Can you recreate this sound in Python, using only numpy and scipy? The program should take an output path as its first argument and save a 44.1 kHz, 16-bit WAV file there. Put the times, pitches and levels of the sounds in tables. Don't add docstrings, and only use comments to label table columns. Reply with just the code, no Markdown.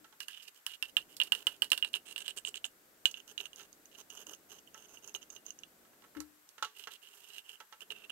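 import sys
import numpy as np
from scipy import signal
from scipy.fft import rfft, irfft, next_fast_len
from scipy.io import wavfile

SR = 44100
rng = np.random.default_rng(int(sys.argv[2]) if len(sys.argv) > 2 else 0)


def unload_wav(signal):
    wavfile.write(
        sys.argv[1],
        SR,
        np.round(np.clip(np.atleast_2d(signal).T, -1, 1) * 32767).astype(np.int16),
    )


N = 357651
RESPONSE = 13230
AGE = np.arange(RESPONSE) / SR


def undb(db):
    return 10 ** (np.asarray(db) / 20)


def level(x, db):
    return x * undb(db) / np.sqrt(np.mean(x ** 2) + 1e-20)


def unit(x):
    return x / np.sqrt(np.sum(x ** 2) + 1e-20)


def add(out, start_s, x):
    i = max(int(start_s * SR), 0)
    out[i:i + len(x)] += x[:max(N - i, 0)]


def conv(x, response):
    return signal.fftconvolve(x, response)[:len(x)]


def fade(t60):
    return np.exp(-np.log(1000) * AGE / t60)


def spectrum_gain(points, size):
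    pitch_hz, level_db = np.transpose(points)
    bins = np.maximum(np.fft.rfftfreq(size, 1 / SR), 1)
    return undb(np.interp(np.log(bins), np.log(pitch_hz), level_db))


def colour(points, size=2048):
    cepstrum = irfft(np.log(spectrum_gain(points, size)))
    cepstrum[1:size // 2] *= 2
    cepstrum[size // 2 + 1:] = 0
    return irfft(np.exp(rfft(cepstrum)))


def band(x, lo_hz, hi_hz, order=1):
    limits = [max(lo_hz, 20), min(hi_hz, SR / 2 - 1)]
    return signal.sosfilt(signal.butter(order, limits, "band", fs=SR, output="sos"), x)


def ring(modes, scatter_db, detune):
    chance = rng.standard_normal((len(modes), 2))
    total = np.zeros(RESPONSE)
    for (pitch_hz, level_db, t60), (loudness, bend) in zip(modes, chance):
        tone = np.sin(2 * np.pi * pitch_hz * (1 + detune * bend) * AGE)
        total += undb(level_db + scatter_db * loudness) * fade(t60) * tone
    return total


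def burst(response, t60, tail_db, tail_t60):
    envelope = fade(t60) + undb(tail_db) * fade(tail_t60)
    return unit(conv(rng.standard_normal(RESPONSE) * envelope, response))


# pitch_hz, level_db (relative)
HISS_COLOUR = [(200, -18.5), (600, -6.5), (1000, -3.5), (1500, -0.5), (2200, -6), (4000, -9.5),
               (5500, -9.5), (8000, -6), (10200, -12), (15900, -10)]
RUMBLE_COLOUR = [(25, -13), (50, -9.5), (100, -8.5), (160, -3.5), (300, 2.5), (450, -1), (700, -4),
                 (1200, -21.5)]
# time_s, gain_db
RUMBLE_SWELL = [(0, -60), (.3, -68), (.7, -74), (.95, -56.5), (2.8, -59.5), (4.498, -57.5), (6.15, -58.5),
                (6.4, -68), (7.0, -70), (7.75, -72.5), (7.9, -57), (8.11, -61)]
HISS_DB = -66


def floor():
    noise = rng.standard_normal((7, N))
    hiss = [level(conv(noise[k] + 0.09 * noise[2], colour(HISS_COLOUR)), HISS_DB) for k in (0, 1)]
    hiss[0] = hiss[0] + level(band(noise[3], 11400, 13400, order=2), -69.5)
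    rumble = [level(conv(noise[4] + .7 * own, colour(RUMBLE_COLOUR)), -10.5) for own in noise[5:]]
    swell = undb(np.interp(np.arange(N) / SR, *np.transpose(RUMBLE_SWELL)))
    return np.array(hiss) + swell * np.array(rumble)


# start_s, level_db (peak before the gain of each port)
THUMPS = [(.005, -59.5), (4.274, -58), (6.162, -38.5), (6.186, -40)]
# pitch_hz, level_db (relative), t60_s
THUMP_MODES = [(75, -25, .27), (140, -25, .2), (305, 0, .19), (302, -24, .7), (393, -19, .12),
               (554, -19, .16)]
THUMP_ATTACK_S = 0.0081


def thumps():
    out = np.zeros(N)
    for start_s, level_db in THUMPS:
        boom = ring(THUMP_MODES, scatter_db=1.5, detune=0.0033)
        boom = boom * (1 - np.exp(-AGE / THUMP_ATTACK_S))
        add(out, start_s, boom * undb(level_db) / np.abs(boom).max())
    return out


# (clack against the hollow part, before a 7.5 dB lift)
KNOCKS = [(.044, -50, -9), (0.125, -54, -8), (3.596, -44.5, -3), (4.746, -44.5, -21), (5.85, -57, -9),
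          (5.932, -58, -13), (6.021, -54.5, -7), (6.04, -51.5, -14), (6.15, -45, -16.5),
          (6.168, -39.5, -13.5), (6.204, -41.5, -18), (6.581, -41.5, -8), (6.625, -22.5, -11),
          (6.646, -36.5, 0), (6.872, -33.5, -9), (7.602, -39.5, -9.5), (7.725, -42.5, -8.5)]
# pitch_hz, level_db (relative, before a band-pass), t60_s
HOLLOW_MODES = [(429, 1, 0.33), (871, 3, .13), (1100, -3.5, 0.088), (1143, -10, 0.18), (1327, 7, .07),
                (1390, 6.5, 0.032), (1670, -8, 0.11), (1940, -20, 0.054)]
# level_db (as in the knocks), ring_db (against the clunk)
KNOCK_RING = [(-41, -1), (-36.5, -5), (-22.5, 8.5)]
# pitch_hz, level_db (relative)
CLACK_COLOUR = [(200, -49), (1500, -66), (2300, 0.5), (2850, 23), (3500, 16), (4200, 12.5), (5100, 7.5),
                (6100, 13.5), (7600, 2.5), (9000, -4), (11300, -7), (16000, -25)]
CLUNK_COLOUR = [(60, -19), (250, -18), (470, -0.5), (650, -9), (900, 2), (1200, -8), (1600, 6), (2100, 0),
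                (3000, -11.5), (6000, -18)]


def knocks():
    out, clack, clunk = np.zeros(N), colour(CLACK_COLOUR), colour(CLUNK_COLOUR)
    for start_s, level_db, treble_db in KNOCKS:
        ring_db = np.interp(level_db, *np.transpose(KNOCK_RING))
        rough = unit(rng.standard_normal(RESPONSE) * fade(0.063))
        contact = unit(signal.unit_impulse(RESPONSE) + 0.62 * rough)
        tones = conv(ring(HOLLOW_MODES, scatter_db=0.5, detune=0.0019), contact)
        tones = unit(band(tones, 940, 1430, order=2))
        thud = burst(clunk, t60=0.053, tail_db=-4, tail_t60=0.15)
        hollow = unit(thud + undb(ring_db) * tones)
        treble = burst(clack, t60=0.043, tail_db=-15.5, tail_t60=0.22)
        hit = hollow + undb(treble_db + 7.5) * treble
        add(out, start_s, hit * undb(level_db + 1.5) / np.abs(hollow).max())
    return out


# pitch_hz, level_db (relative), t60_s
HOUSING_MODES = [(2458, -12, .053), (2830, -3.5, 0.085), (2909, 6.5, 0.021), (2944, 1, .027),
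                 (3160, -6, .023), (3108, -10, 0.0075), (3420, -9.5, 0.043), (3780, -5, 0.03),
                 (4105, -13.5, 0.038), (4430, -20, 0.028)]
CONTACT_SHIFT = .014


def housing():
    reach_hz = 3900 + 650 * rng.uniform(-1, 1)
    shift = 1 + CONTACT_SHIFT * rng.standard_normal()
    modes = [(pitch_hz * shift, level_db, t60) for pitch_hz, level_db, t60 in HOUSING_MODES]
    return unit(band(ring(modes, scatter_db=2.6, detune=.008), 2650 * shift, reach_hz, order=2))


# time_s, centre_hz, width_hz (first filter)
SHAFT_RESONANCE = [(0, 5560, 4040), (1.9, 8930, 3620), (2.3, 8500, 1830), (2.65, 7640, 1710),
                   (3.1, 6720, 900), (5.65, 6440, 549), (6.7, 7400, 3500)]


def shaft(time_s):
    times, centres, widths = np.transpose(SHAFT_RESONANCE)
    centre_hz = np.interp(time_s, times, centres)
    width_hz = np.interp(time_s, times, widths)
    peak = band(signal.unit_impulse(RESPONSE), centre_hz - width_hz / 2, centre_hz + width_hz / 2)
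    return unit(band(peak, centre_hz - 1.4 * width_hz, centre_hz + 0.396 * width_hz))


# time_s, lowest_hz, gain_db
HOLLOW_LOWS = [(.3, 1400, 9), (.8, 950, 1), (1.3, 355, 1), (1.9, 300, 0.5), (3.1, 250, -3.5)]
CLEAN_CRACK_DB, BODY_DB, BODY_SLOPE, BODY_RANGE_DB = -29, -23.5, 0.47, 12.5


def jab(start_s, level_db, crack_db, crack, body):
    snap = burst(crack, t60=0.0095, tail_db=-12.0, tail_t60=0.11)
    rasp = burst(shaft(start_s), t60=0.0094, tail_db=-19.5, tail_t60=0.07)
    shaft_db = np.interp(start_s, [1.9, 3.2, 5.7, 6.2], [-4, 2, 17.0, 1.5])
    bright = unit(snap + undb(shaft_db) * rasp)
    times, lows, gains = np.transpose(HOLLOW_LOWS)
    hollow = burst(body, t60=0.022, tail_db=5.5, tail_t60=0.077)
    hollow = band(hollow, np.interp(start_s, times, lows), 6025, order=2)
    hollow = undb(np.interp(start_s, times, gains)) * hollow
    body_db = BODY_DB + BODY_SLOPE * min(crack_db - CLEAN_CRACK_DB, BODY_RANGE_DB)
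    hit = housing() + undb(crack_db + 11.0) * bright + undb(body_db) * hollow
    return hit * undb(level_db + 4.5) / np.abs(hit).max()


# (bright crack against the wall's ring, before an 11 dB lift)
TAPS = [(0.2042, -27, -14), (0.2831, -29, -15), (.6651, -22, -15), (.8258, -19, -21), (0.9679, -12, -29),
        (1.167, -31.5, 14), (1.2006, -15.5, -28.5), (1.215, -14.5, -29.5), (1.2203, -21, -38),
        (1.2347, -28, 2.5), (1.321, -11.5, -25), (1.3503, -25, -21.5), (1.469, -13, -24),
        (1.6205, -14.5, -22.5), (1.644, -29.5, -14), (1.703, -33.5, 11), (1.718, -11, -19.5),
        (1.731, -17.5, -25), (1.777, -23, -16), (1.8254, -17.5, -35), (1.8469, -19.5, -26),
        (1.94, -19, -34), (1.956, -29, -19), (2.161, -25.5, -23), (2.1794, -26, -16.5), (2.28, -21, -17.5),
        (2.45, -24.5, -44), (2.473, -28, -24), (2.5423, -30.5, -25), (2.6431, -23.5, -29),
        (3.0557, -10, -24), (3.1128, -34, -2), (3.142, -31, -31), (3.3784, -25, -24), (3.4035, -28, -38),
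        (3.456, -30, -19), (3.5315, -39.5, -20), (3.5596, -37.5, 8), (3.7286, -42, 14), (3.856, -41.5, 4),
        (4.1022, -35.5, -11), (4.268, -36.5, -6), (4.674, -48, -25), (4.7444, -37.5, -8),
        (4.9717, -43, -30), (5.076, -34.5, 16), (5.1488, -26.5, -22.5), (5.3023, -36.5, 1),
        (5.364, -38, -19), (5.464, -34, 10), (5.5048, -30.5, -3.5), (5.5888, -40.5, 1),
        (5.6346, -36.5, -25), (6.2034, -28.5, 11), (6.49, -42, 5), (6.8385, -35.5, -18),
        (7.382, -33.5, -19), (7.4928, -38.5, -22), (7.8067, -39, -18), (7.905, -30.5, -30)]
# pitch_hz, level_db (relative)
CRACK_COLOUR = [(200, -55.5), (2200, -14), (3500, -2.5), (4300, 4.5), (5200, 1), (7000, -10), (8000, 1.5),
                (10500, -3), (12200, -2), (14000, -10.5), (15500, -2)]
BODY_COLOUR = [(60, -40.5), (200, -19.5), (400, -6.5), (560, -5.5), (700, -9.5), (1000, -3), (1350, -1.5),
               (1620, 4), (1950, -0.5), (2500, -13.5), (3500, -39.5)]
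FLAKE_DB, FLAKE_CRACK_DB = 17, -1


def taps():
    out, crack, body = np.zeros(N), colour(CRACK_COLOUR), colour(BODY_COLOUR)
    flakes = [(rng.uniform(start_s, end_s), grit_db + FLAKE_DB, FLAKE_CRACK_DB)
              for start_s, end_s, grit_db, _ in STROKES]
    for start_s, level_db, crack_db in TAPS + flakes:
        add(out, start_s, jab(start_s, level_db, crack_db, crack, body))
    return out


def slips(length, rate, spread_db, catch_rate, catch_db):
    size = int(length * SR)
    t = np.arange(size) / SR
    chance = rng.random((RESPONSE, 2))[:size].T
    catches = np.interp(t * catch_rate, np.arange(256), rng.standard_normal(256))
    unequal = np.minimum(-np.log(1 - chance[1]), 4)
    sizes = undb(spread_db * unequal + catch_db * catches)
    swell = np.sin(np.pi * t / length) ** 0.2
    signs = rng.choice([-1, 1], RESPONSE)[:size]
    return (chance[0] < rate / SR) * sizes * swell * signs


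# start_s, end_s, grit_db (before a 3.5 dB lift), ring_db (the housing's ring)
STROKES = [(0.204, 0.249, -58, -50), (0.281, 0.426, -64, -49.5), (.426, 0.496, -59.5, -52),
           (0.545, 0.606, -67.5, -65.5), (0.678, 0.761, -60.5, -47.5), (0.843, 0.902, -64, -52),
           (1.089, 1.154, -67, -60.5), (1.231, 1.289, -61.5, -54), (1.343, 1.43, -59.5, -54),
           (1.486, 1.57, -66.5, -55.5), (1.866, 1.892, -64, -55), (1.932, 1.975, -54.5, -41),
           (2.056, 2.137, -61, -49), (2.186, 2.226, -58.5, -45), (2.246, 2.319, -61.5, -44.5),
           (2.366, 2.401, -53.5, -43.5), (2.451, 2.494, -54.5, -48), (2.554, 2.58, -59, -43),
           (2.647, 2.67, -55, -41.5), (3.149, 3.205, -66, -51), (3.276, 3.326, -61, -56.5),
           (3.391, 3.472, -59, -49), (3.562, 3.662, -63, -56.5), (3.916, 3.963, -71.5, -56),
           (3.978, 4.019, -59, -55), (4.099, 4.236, -60, -53), (4.267, 4.348, -57.5, -51),
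           (4.492, 4.593, -62, -56), (4.737, 4.862, -67.5, -59.5), (4.885, 4.996, -66, -64.5),
           (5.027, 5.125, -64, -58.5), (5.145, 5.166, -52.5, -72), (5.216, 5.241, -64.5, -53),
           (5.295, 5.371, -65, -72), (5.455, 5.503, -65, -58.5), (6.752, 6.863, -60, -52),
           (6.905, 6.968, -59, -51.5), (7.02, 7.096, -65.5, -55), (7.101, 7.299, -63, -59),
           (7.292, 7.41, -60.5, -50.5), (7.441, 7.575, -64.5, -54), (7.808, 7.835, -62, -48),
           (7.905, 7.927, -58, -41), (7.947, 8.061, -71, -53), (8.097, 8.103, -60, -38.5)]
# (crumbling, relative to grit_db)
CONTACT = [(.3, -0.5, -15.5), (1.45, -26, -3.5), (1.901, 2.5, -4), (2.6, 12, -6.5), (3.4, 2, -1.5),
           (4.3, 3.5, -1.5), (4.85, 6, -0.5), (5.45, 8.5, -2), (6.75, -16.5, -10), (7.4, -23, -8),
           (7.9, -7, 2.5)]
# pitch_hz, level_db (relative)
GRIT_COLOUR = [(200, -65.5), (1500, -10), (3800, -7.5), (5000, -1.5), (7500, 2), (9500, -1), (10600, -6),
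               (12300, 1), (14200, -7.5), (16000, -3)]
SLUDGE_COLOUR = [(100, -17), (250, -7.5), (340, -7), (410, 7), (480, -3), (650, -4), (1000, -2),
                 (1430, -2.5), (2000, -11), (6000, -25)]
FIRM_DB = -15.3
SKID_DELAY_S, SKID_S, SKID_GRIT_DB, SKID_RING_DB = 0.013, 0.052, -63.5, -55.5
DRAG_BODY_DB = -20
PRESSED_T60_S = .03


def strokes():
    out, grit, sludge = np.zeros(N), colour(GRIT_COLOUR), colour(SLUDGE_COLOUR)
    hollow = band(colour(BODY_COLOUR), 1300, 1800)
    times, rasps, sludges = np.transpose(CONTACT)
    skids = [(start_s + SKID_DELAY_S, start_s + SKID_DELAY_S + SKID_S, SKID_GRIT_DB, SKID_RING_DB)
             for start_s, level_db, _ in TAPS if level_db > FIRM_DB]
    for start_s, end_s, grit_db, ring_db in STROKES + skids:
        length = np.clip(end_s - start_s + 0.0026, .012, .25)
        coarse = unit(slips(length, rate=1600, spread_db=4.4, catch_rate=130, catch_db=5))
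        dust = unit(slips(length, rate=9000, spread_db=2.0, catch_rate=87.0, catch_db=7.0))
        crunch = coarse + dust
        rasp_db = grit_db + np.interp(start_s, times, rasps)
        sludge_db = grit_db + np.interp(start_s, times, sludges)
        paths = [(coarse, housing() * fade(PRESSED_T60_S), ring_db),
                 (coarse, shaft(start_s), rasp_db),
                 (crunch, hollow, ring_db + DRAG_BODY_DB),
                 (crunch, grit, grit_db + 3.5),
                 (crunch, sludge, sludge_db)]
        for force, response, db in paths:
            answer = unit(signal.fftconvolve(force, response))
            add(out, start_s - .003, answer * np.sqrt(len(force)) * undb(db))
    return out


ROOM_T60_S = 0.091


def room(x, db):
    tail = rng.standard_normal(RESPONSE) * fade(ROOM_T60_S) * (1 - np.exp(-AGE / 0.0027))
    return undb(db) * conv(x, unit(tail))


# pitch_hz, level_db (relative to the right port)
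SHADOW = [(100, -1), (400, -2), (1300, -4), (2000, -9), (2800, -15), (5000, -15), (6500, -19), (9000, -19),
          (10300, -15), (11700, -4), (13000, -8), (16000, -12)]
PORT_LAG = 4


def far_port(x):
    size = next_fast_len(N + RESPONSE, real=True)
    bins = np.maximum(np.fft.rfftfreq(size, 1 / SR), 1)
    delay = np.exp(-2j * np.pi * bins * PORT_LAG / SR)
    return irfft(rfft(x, size) * spectrum_gain(SHADOW, size) * delay, size)[:N]


def scene():
    work = taps() + strokes() + knocks()
    boom = thumps()
    left = far_port(work + room(work, db=-9.0)) + undb(4.5) * boom
    right = work + room(work, db=-13) + undb(-13) * boom
    return np.array([left, right]) + floor()


TOP_HZ = 15720


def record(dry):
    return signal.sosfilt(signal.ellip(10, .2, 70, TOP_HZ, fs=SR, output="sos"), dry)


dry = scene()
out = record(dry)
unload_wav(out)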